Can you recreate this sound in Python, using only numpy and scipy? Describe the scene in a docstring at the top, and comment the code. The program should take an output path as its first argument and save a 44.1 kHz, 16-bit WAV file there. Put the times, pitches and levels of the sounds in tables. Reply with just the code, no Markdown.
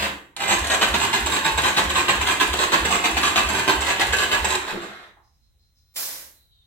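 """Compression test in a workshop: an electric starter cranks a single-cylinder engine, with no firing.
A burst of cranking dies away in boom and ringing steel; a relay clacks and a long burst follows. In every cycle
the gears slam into load, the frame thumps at the top of compression and the drive rebounds and rattles.
The starter whirrs down, a last stroke groans, the gauge leaks in spurts and its valve vents the air in one puff.
Gears, contacts and air are shaped noise or blows through resonances; thumps and steel are decaying sines."""
import sys
import numpy as np
from scipy import signal
from scipy.fft import rfft, irfft, next_fast_len
from scipy.io import wavfile
from scipy.ndimage import map_coordinates

SR = 44100
rng = np.random.default_rng(int(sys.argv[2]) if len(sys.argv) > 2 else 0)


def dump_mix(stems):
    """Bounce the given channels to the path in sys.argv[1] as a 16-bit WAV at rate SR."""
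    frames = np.atleast_2d(stems).T  # one column per channel
    limited = np.clip(frames, -1, 1)  # hard clip at full scale
    pcm = np.round(limited * 32767).astype(np.int16)
    wavfile.write(sys.argv[1], SR, pcm)


N = 293706
T = np.arange(N) / SR


def amp(db):
    """Decibels to gain."""
    return 10 ** (np.asarray(db) / 20)


def unit(x):
    """Scale to rms 1."""
    return x / np.sqrt(np.mean(np.abs(x) ** 2) + 1e-20)


def along(points, hz):
    """Read (frequency [Hz], value) points on a log frequency axis."""
    f, v = np.transpose(points)
    return np.interp(np.log(hz + 1), np.log(f + 1), v)


def wobble(rate_hz):
    """Smooth random curve with rate_hz knots a second."""
    knots = rng.standard_normal(int(N * rate_hz / SR) + 4)
    return map_coordinates(knots, [T * rate_hz])


def burst(t, rise_s, length_s, t60_s):
    """Envelope that rises from t = 0, holds until length_s and dies away."""
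    attack = np.clip(t / (rise_s + 1e-6), 0, 1)
    return attack * amp(-60 * np.maximum(t - length_s, 0) / t60_s)


def running_out(start_s, length_s):
    """Share left of something that drains evenly from start_s on."""
    return np.clip(1 - (T - start_s) / length_s, 0, 1)


def filtered(x, response):
    """Filter x by a complex response of frequency."""
    size = 2 * next_fast_len((N + SR) // 2)
    spectrum = rfft(x, size) * response(np.fft.rfftfreq(size, 1 / SR))
    return irfft(spectrum, size)[..., :x.shape[-1]]


def colour(x, points, peaks=()):
    """Minimum-phase filter of unit power gain: a broad spectrum with resonances standing out of it."""
    def response(hz):
        db = along(points, hz)
        for centre_hz, width_hz, lift_db in peaks:
            db = db + lift_db / (1 + (2 * (hz - centre_hz) / width_hz) ** 2)
        # fold the cepstrum to make the filter causal
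        cepstrum = irfft(np.log(amp(db)))
        half = len(cepstrum) // 2
        cepstrum[1:half] *= 2
        cepstrum[half + 1:] = 0
        return unit(np.exp(rfft(cepstrum)))
    return filtered(x, response)


def ring(x, modes):
    """Damped resonances, together of unit power gain; a wider mode dies sooner."""
    t = T[:SR // 2]
    tone = 0
    for hz, width_hz, db in modes:
        decay = np.exp(-np.pi * width_hz * t)
        tone = tone + amp(db) * width_hz * decay * np.sin(2 * np.pi * (hz * t + rng.random()))
    return signal.fftconvolve(x, tone / np.linalg.norm(tone))[:N]


def narrow(hz, width_hz):
    """Noise of rms 1 in a narrow band around a steady or gliding pitch."""
    envelope = wobble(width_hz) + 1j * wobble(width_hz)
    carrier = np.exp(2j * np.pi * np.cumsum(hz * np.ones(N)) / SR)
    return unit((envelope * carrier).real)


def impulses(times_s, sizes):
    """Single-sample blows."""
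    index = np.clip(np.round(times_s * SR).astype(int), 0, N - 1)
    return np.bincount(index, sizes, N)


def teeth(rate_hz, scatter_db, rub):
    """Uneven random tooth contacts over sliding noise, rms 1."""
    size_db = scatter_db * np.clip(rng.standard_normal(N), -2, 2)
    hits = (rng.random(N) < rate_hz / SR) * amp(size_db) * rng.choice([-1, 1], N)
    return unit(unit(hits) + rub * rng.standard_normal(N))


# likeness of a diffuse field at both ports: (frequency [Hz], likeness [0-1])
PORT_LIKENESS = [(60, 0.6), (150, .95), (280, .88), (520, 0.7), (1000, .05), (3000, 0.02)]


def pair(noises):
    """Two unrelated signals as a diffuse field at two close ports, most alike in the bass."""
    def mid_side(hz):
        turn = np.arccos(np.clip(along(PORT_LIKENESS, hz), -1, 1)) / 2
        return np.array([np.cos(turn), np.sin(turn)])
    mid, side = filtered(noises, mid_side)
    return np.array([mid + side, mid - side])


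# background spectrum: (frequency [Hz], relative level [dB])
BACKGROUND_COLOUR = [(13, -35), (22, -11.5), (44, -7), (66, -1), (133, -15.5), (190, -25), (408, -35.5),
                     (1010, -37.5), (3430, -39), (4050, -27), (4390, -52.5), (5170, -45.5), (5770, -38),
                     (7580, -42), (15000, -42)]


def background(level_db=-63.5):
    """Low rumble: steady coloured noise, diffuse at the two ports."""
    return amp(level_db) * unit(pair(colour(rng.standard_normal((2, N)), BACKGROUND_COLOUR)))


# engine cycles: (top of compression [s], relative strength of slam [dB], rebound [dB], overrun rattle [dB])
CYCLES = [(0.625, -4.5, -7.5, 1.5), (0.9264, 0, 1, -.5), (1.2453, -1.5, -.5, -.5), (1.562, -1, 0, 1),
          (1.8801, -0.5, -2, 0), (2.197, -0.5, -0.5, 1), (2.5152, 0, -1, 1), (2.835, 0, 1.5, 1),
          (3.1553, -0.5, 0.5, 2), (3.4742, 0, -0.5, -.5), (3.7927, -.5, -1, -1), (4.1115, -1.5, 2, -0.5),
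          (4.4304, -1.5, 0, -1.5)]
EARLIER_TOP_S = -.05  # last compression of the earlier burst, still booming
THUMP_DB, THUMP_RISE_DB_PER_S, THUMP_FALL_DB_PER_S = -24, 400.5, 350.5
# pitch glides up as the piston goes over the top
THUMP_LOW_HZ, THUMP_HIGH_HZ, THUMP_GLIDE_S, THUMP_LEAD_S = 46.5, 72.1, 0.015, .008
BOOM_DB, BOOM_SWELL_S, BOOM_T60_S = -34.5, .06, .55


def thumps():
    """Each compression rocks the frame on its springs, and the bass hangs on in the room."""
    t = np.arange(-SR // 12, SR // 4) / SR
    glide = (1 + np.tanh((t + THUMP_LEAD_S) / THUMP_GLIDE_S)) / 2
    hz = THUMP_LOW_HZ + (THUMP_HIGH_HZ - THUMP_LOW_HZ) * glide
    rock = amp(THUMP_DB + np.minimum(THUMP_RISE_DB_PER_S * t, -THUMP_FALL_DB_PER_S * t))
    boom = amp(BOOM_DB) * burst(t, BOOM_SWELL_S, BOOM_SWELL_S, BOOM_T60_S)
    turns = np.cumsum(hz) / SR
    turns = turns - np.interp(0, t, turns)
    swing = -np.hypot(rock, boom) * np.cos(2 * np.pi * turns) * signal.windows.tukey(len(t), .1)
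    tops_s = [EARLIER_TOP_S] + [row[0] for row in CYCLES]
    return sum(np.interp(T - top_s, t, swing) for top_s in tops_s)


# steel part still singing from the earlier burst: (frequency [Hz], relative level [dB], T60 [s])
STEEL_MODES = [(915, -57.5, 2.4), (2853, -70.5, 1.6)]


def steel():
    """A steel part rings out as decaying sines."""
    return sum(amp(db - 60 * T / t60_s) * np.sin(2 * np.pi * hz * T) for hz, db, t60_s in STEEL_MODES)


# gear loads in a cycle, slam, rebound, overrun: (time from top [s], rise [s], hold [s], T60 [s],
# relative clatter [dB], clutch ring [dB], idler ring [dB])
LOADS = [(-.118, .003, 0.021, 0.15, -17.5, -25.5, -21.5), (0.0122, 0.0016, .009, .11, -19.5, -25, -29),
         (0.065, .007, .053, .08, -23.5, -29, -25.5)]
RING_FALL = 2.6  # clutch and idler ring fade this many times faster than the clatter
RUN_DB, RUN_RING_DB = -31, -53.5  # steady clatter and ring between loads, relative
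DRIVE_S, DRIVE_RISE_S, DRIVE_HOLD_S, DRIVE_T60_S = .45, .08, 4.05, .15


def loads():
    """Strength of clatter, clutch ring and idler ring: a steady drive with three loads in every cycle."""
    cycles = np.array(CYCLES)
    cycle = np.searchsorted(cycles[:, 0] + LOADS[0][0], T) - 1
    cycle = np.clip(cycle, 0, len(cycles) - 1)
    drive = burst(T - DRIVE_S, DRIVE_RISE_S, DRIVE_HOLD_S, DRIVE_T60_S)
    power = (amp([[RUN_DB], [RUN_RING_DB], [RUN_RING_DB]]) * drive) ** 2
    for (delay_s, rise_s, hold_s, t60_s, *parts_db), strength_db in zip(LOADS, cycles[:, 1:].T):
        t = T - cycles[cycle, 0] - delay_s
        strength = amp(strength_db)[cycle]
        clatter = burst(t, rise_s, rise_s + hold_s, t60_s)
        ringing = burst(t, rise_s, rise_s + hold_s, t60_s / RING_FALL)
        shapes = np.array([clatter, ringing, ringing])
        power = power + (amp(parts_db)[:, None] * strength * shapes) ** 2
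    return np.sqrt(power)


# unloaded gears spinning up or coasting: (time [s], length [s], relative clatter [dB], clutch ring [dB])
SURGES = [(-.02, 0.076, -23.5, -42), (0.361, .036, -35, -52), (.394, 0.062, -25.5, -38),
          (0.471, .048, -21, -25.5), (4.668, 0.036, -29, -46), (4.805, 0.038, -39.5, -50.5)]
SURGE_RISE_S, SURGE_T60_S = 0.011, 0.15
# broad colour of the engine: (frequency [Hz], relative level [dB])
CASE_COLOUR = [(53, -33.5), (90, -16.5), (170, -14.5), (365, -6), (490, -10), (800, -4), (1070, -1.5),
               (1350, -8), (1650, -2.5), (2230, -8), (2600, -4), (3900, -10), (4500, -13.5), (5500, -21),
               (7800, -18), (8660, -25.5), (15500, -30.5)]
# resonances of cases and fins: (frequency [Hz], width [Hz], lift above broad colour [dB])
FIN_MODES = [(157.3, 5.8, 9), (200.5, 14, 6), (375, 69, 3.5), (693, 14, 2.5), (750, 21, 1.5),
             (782, 14, 0.5), (896, 26, 3), (1022, 16, 1), (1120, 21, -0.5), (1150, 33, 2.5),
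             (1541, 35, 5.5), (1640, 30, 0), (1668, 36, 3), (1860, 16, 2.5), (1964, 9, 5.5), (2068, 78, 4),
             (2620, 9.4, 0.5), (2614, 16, 6), (2820, 8, -2.5), (3022, 13, 0.5), (2985, 26, 3.5),
             (3820, 180, 2.5), (3790, 35, 3.5), (4260, 30, 1.5), (6270, 33, 7)]
# steel starter clutch: (frequency [Hz], width [Hz], relative level [dB])
CLUTCH_MODES = [(6450, 63, -2.5), (7621, 160, -2), (7548, 163, -2), (7840, 300, -11.5)]
# starter idler gear: (frequency [Hz], width [Hz], relative level [dB])
IDLER_MODES = [(1040, 37, -3), (1102, 22, -4.5), (1154, 24, -8.5), (1643, 25, -6.5), (2414, 16, -6.5)]
# frame trembling as the engine turns: (frequency [Hz], relative level [dB])
SHAKE_COLOUR = [(15, -12), (30, -9.5), (60, 1), (110, 1.5), (180, -19), (400, -64)]


def gears(case_db=2.5, free_idler_db=-12, shake_db=-22):
    """The gear train clatters as hard as it is loaded; cases, idler gear and clutch ring with it."""
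    on_teeth, on_clutch, on_idler = loads()
    free, free_clutch = sum(amp(parts_db)[:, None] * burst(T - s, SURGE_RISE_S, length_s, SURGE_T60_S)
                            for s, length_s, *parts_db in SURGES)
    effort = np.hypot(on_teeth * amp(wobble(40) / 2), free)
    clatter = colour(effort * teeth(rate_hz=900, scatter_db=3.5, rub=0.51), CASE_COLOUR, FIN_MODES)
    rollers = teeth(rate_hz=700, scatter_db=2.5, rub=.35)
    clutch = ring((on_clutch + free_clutch) * rollers, CLUTCH_MODES)
    idler_teeth = teeth(rate_hz=530, scatter_db=4.0, rub=0.38)
    idler = ring((on_idler + amp(free_idler_db) * free) * idler_teeth, IDLER_MODES)
    shake = colour(effort * rng.standard_normal(N), SHAKE_COLOUR)
    return amp(case_db) * clatter + clutch + idler + amp(shake_db) * shake


# gear lash and valve contacts of every cycle: (time from top [s], relative knock [dB], relative tick [dB])
CONTACTS = [(-.1145, 5, -17.5), (-.105, -2, -21.5), (-.097, 5.5, -17.5), (-.087, -4, -14), (-.042, -11, -5),
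            (0.017, -4.5, -11), (0.056, -18, -5), (.076, 3.5, -5.5), (.098, -1, -6.5), (.122, 0, -5)]
# single clacks, starter relay first, then loose parts: (time [s], relative knock [dB], relative tick [dB])
CLACKS = [(.365, -4, -8), (.59, -25.5, -3), (0.669, -2, -1)]
# knock spectrum: (frequency [Hz], relative level [dB])
KNOCK_COLOUR = [(60, -21), (150, -16), (360, -1.5), (520, -7), (1050, 8.5), (2000, 0), (4000, 11.5),
                (9000, -38.5)]
# tick spectrum: (frequency [Hz], relative level [dB])
TICK_COLOUR = [(300, -21.5), (1500, -9), (3500, 9.5), (6000, 12), (11000, 8.5), (16000, -26.5)]


def knocks(knock_db=-1, tick_db=-1, jitter_s=.0008, scatter_db=1.9, tick_t60_s=.025):
    """Gear lash and valves strike near set times from each top, as hard as their load; clacks stand alone."""
    cycles = np.array(CYCLES)
    delay_s, heavy_db, light_db = np.transpose(CONTACTS)
    shape = (len(cycles), len(delay_s))
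    times_s = (cycles[:, :1] + delay_s + jitter_s * rng.standard_normal(shape)).ravel()
    load = np.maximum(np.searchsorted(np.array(LOADS)[:, 0], delay_s), 1)
    force_db = cycles[:, load] + scatter_db * rng.standard_normal(shape)
    clack_s, clack_db, click_db = np.transpose(CLACKS)
    blows = impulses(times_s, amp(heavy_db + force_db + knock_db).ravel())
    blows = blows + impulses(clack_s, amp(clack_db))
    ticks = impulses(times_s, amp(light_db + force_db + tick_db).ravel())
    ticks = ticks + impulses(clack_s, amp(click_db))
    t = T[:SR // 20]
    crack = rng.standard_normal(len(t)) * amp(-60 * t / tick_t60_s)
    cracks = signal.fftconvolve(ticks, crack / np.linalg.norm(crack))[:N]
    return colour(blows, KNOCK_COLOUR, FIN_MODES) + colour(cracks, TICK_COLOUR)


# colour of the starter whirr: (frequency [Hz], relative level [dB])
BRUSH_COLOUR = [(200, -26.5), (550, -6), (850, -4.5), (1350, -0.5), (2000, 0.5), (2600, -11), (3400, -7),
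                (3900, -3.5), (4400, -16.5), (8000, -27.5), (15000, -35)]
RUNDOWN_S, RUNDOWN_LENGTH_S, WHIRR_RISE_S = 4.547, 0.57, 0.07
WHIRR_DB, WHIRR_POWER = -32.5, 0.83


def rundown():
    """The undriven starter slows evenly; the level of its whirr goes with a power of its speed."""
    speed = running_out(RUNDOWN_S, RUNDOWN_LENGTH_S)
    attack = np.clip((T - RUNDOWN_S) / WHIRR_RISE_S, 0, 1)
    whirr = colour(teeth(rate_hz=700, scatter_db=3.5, rub=0.76), BRUSH_COLOUR)
    return amp(WHIRR_DB) * attack * speed ** WHIRR_POWER * whirr


# groan resonances: (frequency [Hz], width [Hz], relative level [dB])
GROAN_MODES = [(202, 24, -8), (362, 38, -5), (547, 75, -13.5)]
GROAN_S, GROAN_RISE_S, GROAN_HOLD_S, GROAN_T60_S, GROAN_DB = 4.705, 0.027, 0.043, .16, -30


def groan():
    """The last slow stroke groans: a noise burst through low resonances."""
    push = amp(GROAN_DB) * burst(T - GROAN_S, GROAN_RISE_S, GROAN_HOLD_S, GROAN_T60_S)
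    return ring(push * rng.standard_normal(N), GROAN_MODES)


# engine settling and a touch on the gauge: (time [s], frequency [Hz], width [Hz], relative level [dB])
TAPS = [(5.165, 1000, 700, -52), (5.538, 590, 400, -70)]
TAP_RISE_S, TAP_T60_S = .006, 0.067


def taps():
    """Soft, dull knocks: short bursts of band noise without a ring."""
    return sum(amp(db) * burst(T - s, TAP_RISE_S, TAP_RISE_S, TAP_T60_S) * narrow(hz, width_hz)
               for s, hz, width_hz, db in TAPS)


# spurts of the leak: (time [s], length [s], relative whistle [dB], relative fizz [dB])
SPURTS = [(5.217, .12, -85, -74), (5.37, .09, -73.5, -78), (5.58, 0.098, -73.5, -77.5), (5.7, .1, -80, -75),
          (5.81, .1, -73, -79.5), (6.295, .4, -69.5, -100)]
# fizz of the leak: (frequency [Hz], relative level [dB])
FIZZ_COLOUR = [(3000, -23), (4600, -6), (5140, 7), (5600, -5), (6240, -1.5), (7500, -18), (12000, -23.5)]
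SPURT_RISE_S, SPURT_T60_S = 0.035, .25
WHISTLE_HZ, SAG_S, SAG_HZ_PER_S = 4100, 6.33, 1400  # the whistle sinks once the gauge is empty


def leak(flutter_db=5, skirt_db=-6):
    """Trapped air whistles and fizzes in fluttering spurts through a small leak."""
    hz = WHISTLE_HZ - SAG_HZ_PER_S * np.maximum(T - SAG_S, 0)
    whistle = narrow(hz, width_hz=320) + amp(skirt_db) * narrow(hz, width_hz=1800)
    fizz = colour(rng.standard_normal(N), FIZZ_COLOUR)
    air = 0
    for s, length_s, whistle_db, fizz_db in SPURTS:
        spurt = burst(T - s, SPURT_RISE_S, length_s, SPURT_T60_S)
        air = air + spurt * (amp(whistle_db) * whistle + amp(fizz_db) * fizz)
    return air * amp(flutter_db * wobble(25) - 0.5)


# jet spectrum: (frequency [Hz], relative level [dB])
JET_COLOUR = [(59, -60), (100, -27), (370, -12), (447, -16.5), (508, -8), (1160, -9.5), (1260, -11.5),
              (1800, -6.5), (2630, -9), (5400, -2), (9340, -6.5), (12300, -2.5), (15500, -7)]
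RELEASE_S, RELEASE_RISE_S, EMPTY_S, JET_DB, JET_POWER = 5.957, .008, .37, -26, 1.54
POP_DB, POP_T60_S, CRACK_LEAD_S, CRACK_DB = -24, 0.057, .02, -41


def gauge(dulling_per_s=2.5):
    """The valve cracks open, pops and vents; pressure drains evenly, the jet goes with its power and dulls."""
    t = T - RELEASE_S
    pressure = running_out(RELEASE_S, EMPTY_S)
    flow = amp(JET_DB) * np.clip(t / RELEASE_RISE_S, 0, 1) * pressure ** JET_POWER
    pop = amp(POP_DB) * burst(t, RELEASE_RISE_S, RELEASE_RISE_S, POP_T60_S)
    crack = amp(CRACK_DB) * burst(t + CRACK_LEAD_S, CRACK_LEAD_S, CRACK_LEAD_S, POP_T60_S)
    jet = (np.hypot(flow, pop) + crack) * colour(rng.standard_normal(N), JET_COLOUR)
    treble = filtered(jet, lambda hz: hz ** 2 / (hz ** 2 + 7000 ** 2))
    # treble starts lifted and ends cut
    return jet + (np.exp(-dulling_per_s * np.maximum(t, 0)) - .77) * treble


# workshop reverberation: (frequency [Hz], T60 [s])
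ROOM_T60 = [(100, 0.55), (260, 0.7), (700, 0.44), (1840, 0.46), (4850, 0.35), (12800, 0.47)]


def echoes(early_db):
    """Two-channel response: quick echoes off nearby parts, then the room's tail."""
    hz, t, z = signal.stft(rng.standard_normal((2, SR * 3 // 5)), SR, nperseg=256)
    decay = amp(-60 * t / along(ROOM_T60, hz)[:, None])
    build_up = 1 - np.exp(-t / 0.0051)
    tail = signal.istft(z * decay * build_up, SR, nperseg=256)[1]
    early = rng.standard_normal(tail.shape) * amp(-60 * T[:tail.shape[1]] / 0.045)
    return tail / np.linalg.norm(tail[0]) + amp(early_db) * early / np.linalg.norm(early[0])


def workshop(x, direct_db, early_db, lead_s, block=14000):
    """Direct sound (left port ahead by lead_s) and echoes drawn anew for each block of samples."""
    # echoes are redrawn for each block, so random peaks average out and the typed resonances set the colour
    wet = np.zeros((2, 2 * N))
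    for start in range(0, N, block):
        answer = signal.fftconvolve(x[None, start:start + block], echoes(early_db), axes=1)
        wet[:, start:start + answer.shape[1]] += answer
    ports = np.array([[1], [-1]])
    direct = filtered(x, lambda hz: np.exp(1j * np.pi * hz * lead_s * ports))
    total = np.sqrt(1 + amp(direct_db) ** 2 + amp(early_db) ** 2)
    return (amp(direct_db) * direct + pair(wet[:, :N])) / total


def scene():
    """Engine and gauge in the workshop, with frame thumps and a low background rumble."""
    machine = steel() + gears() + knocks() + rundown() + groan()
    engine = workshop(machine, direct_db=-4.0, early_db=-0.5, lead_s=.00009)
    # one block: a single draw of echoes
    air = workshop(taps() + leak() + gauge(), direct_db=-7.5, early_db=-10.5, lead_s=.00013, block=N)
    return background() + thumps() + engine + air


# port sensitivity: (frequency [Hz], left minus right [dB])
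PORT_TILT = [(60, -2), (150, -0.5), (500, -0.7), (1000, -2.5), (2000, -2), (4000, -0.5), (8000, -3),
             (13000, -3.5)]
TOP_HZ = 15800


def record(dry):
    """The right port is a little more sensitive; nothing is kept from TOP_HZ up."""
    halves = np.array([[.5], [-.5]])
    return filtered(dry, lambda hz: amp(along(PORT_TILT, hz) * halves) * (hz < TOP_HZ))


dry = scene()
out = record(dry)
dump_mix(out)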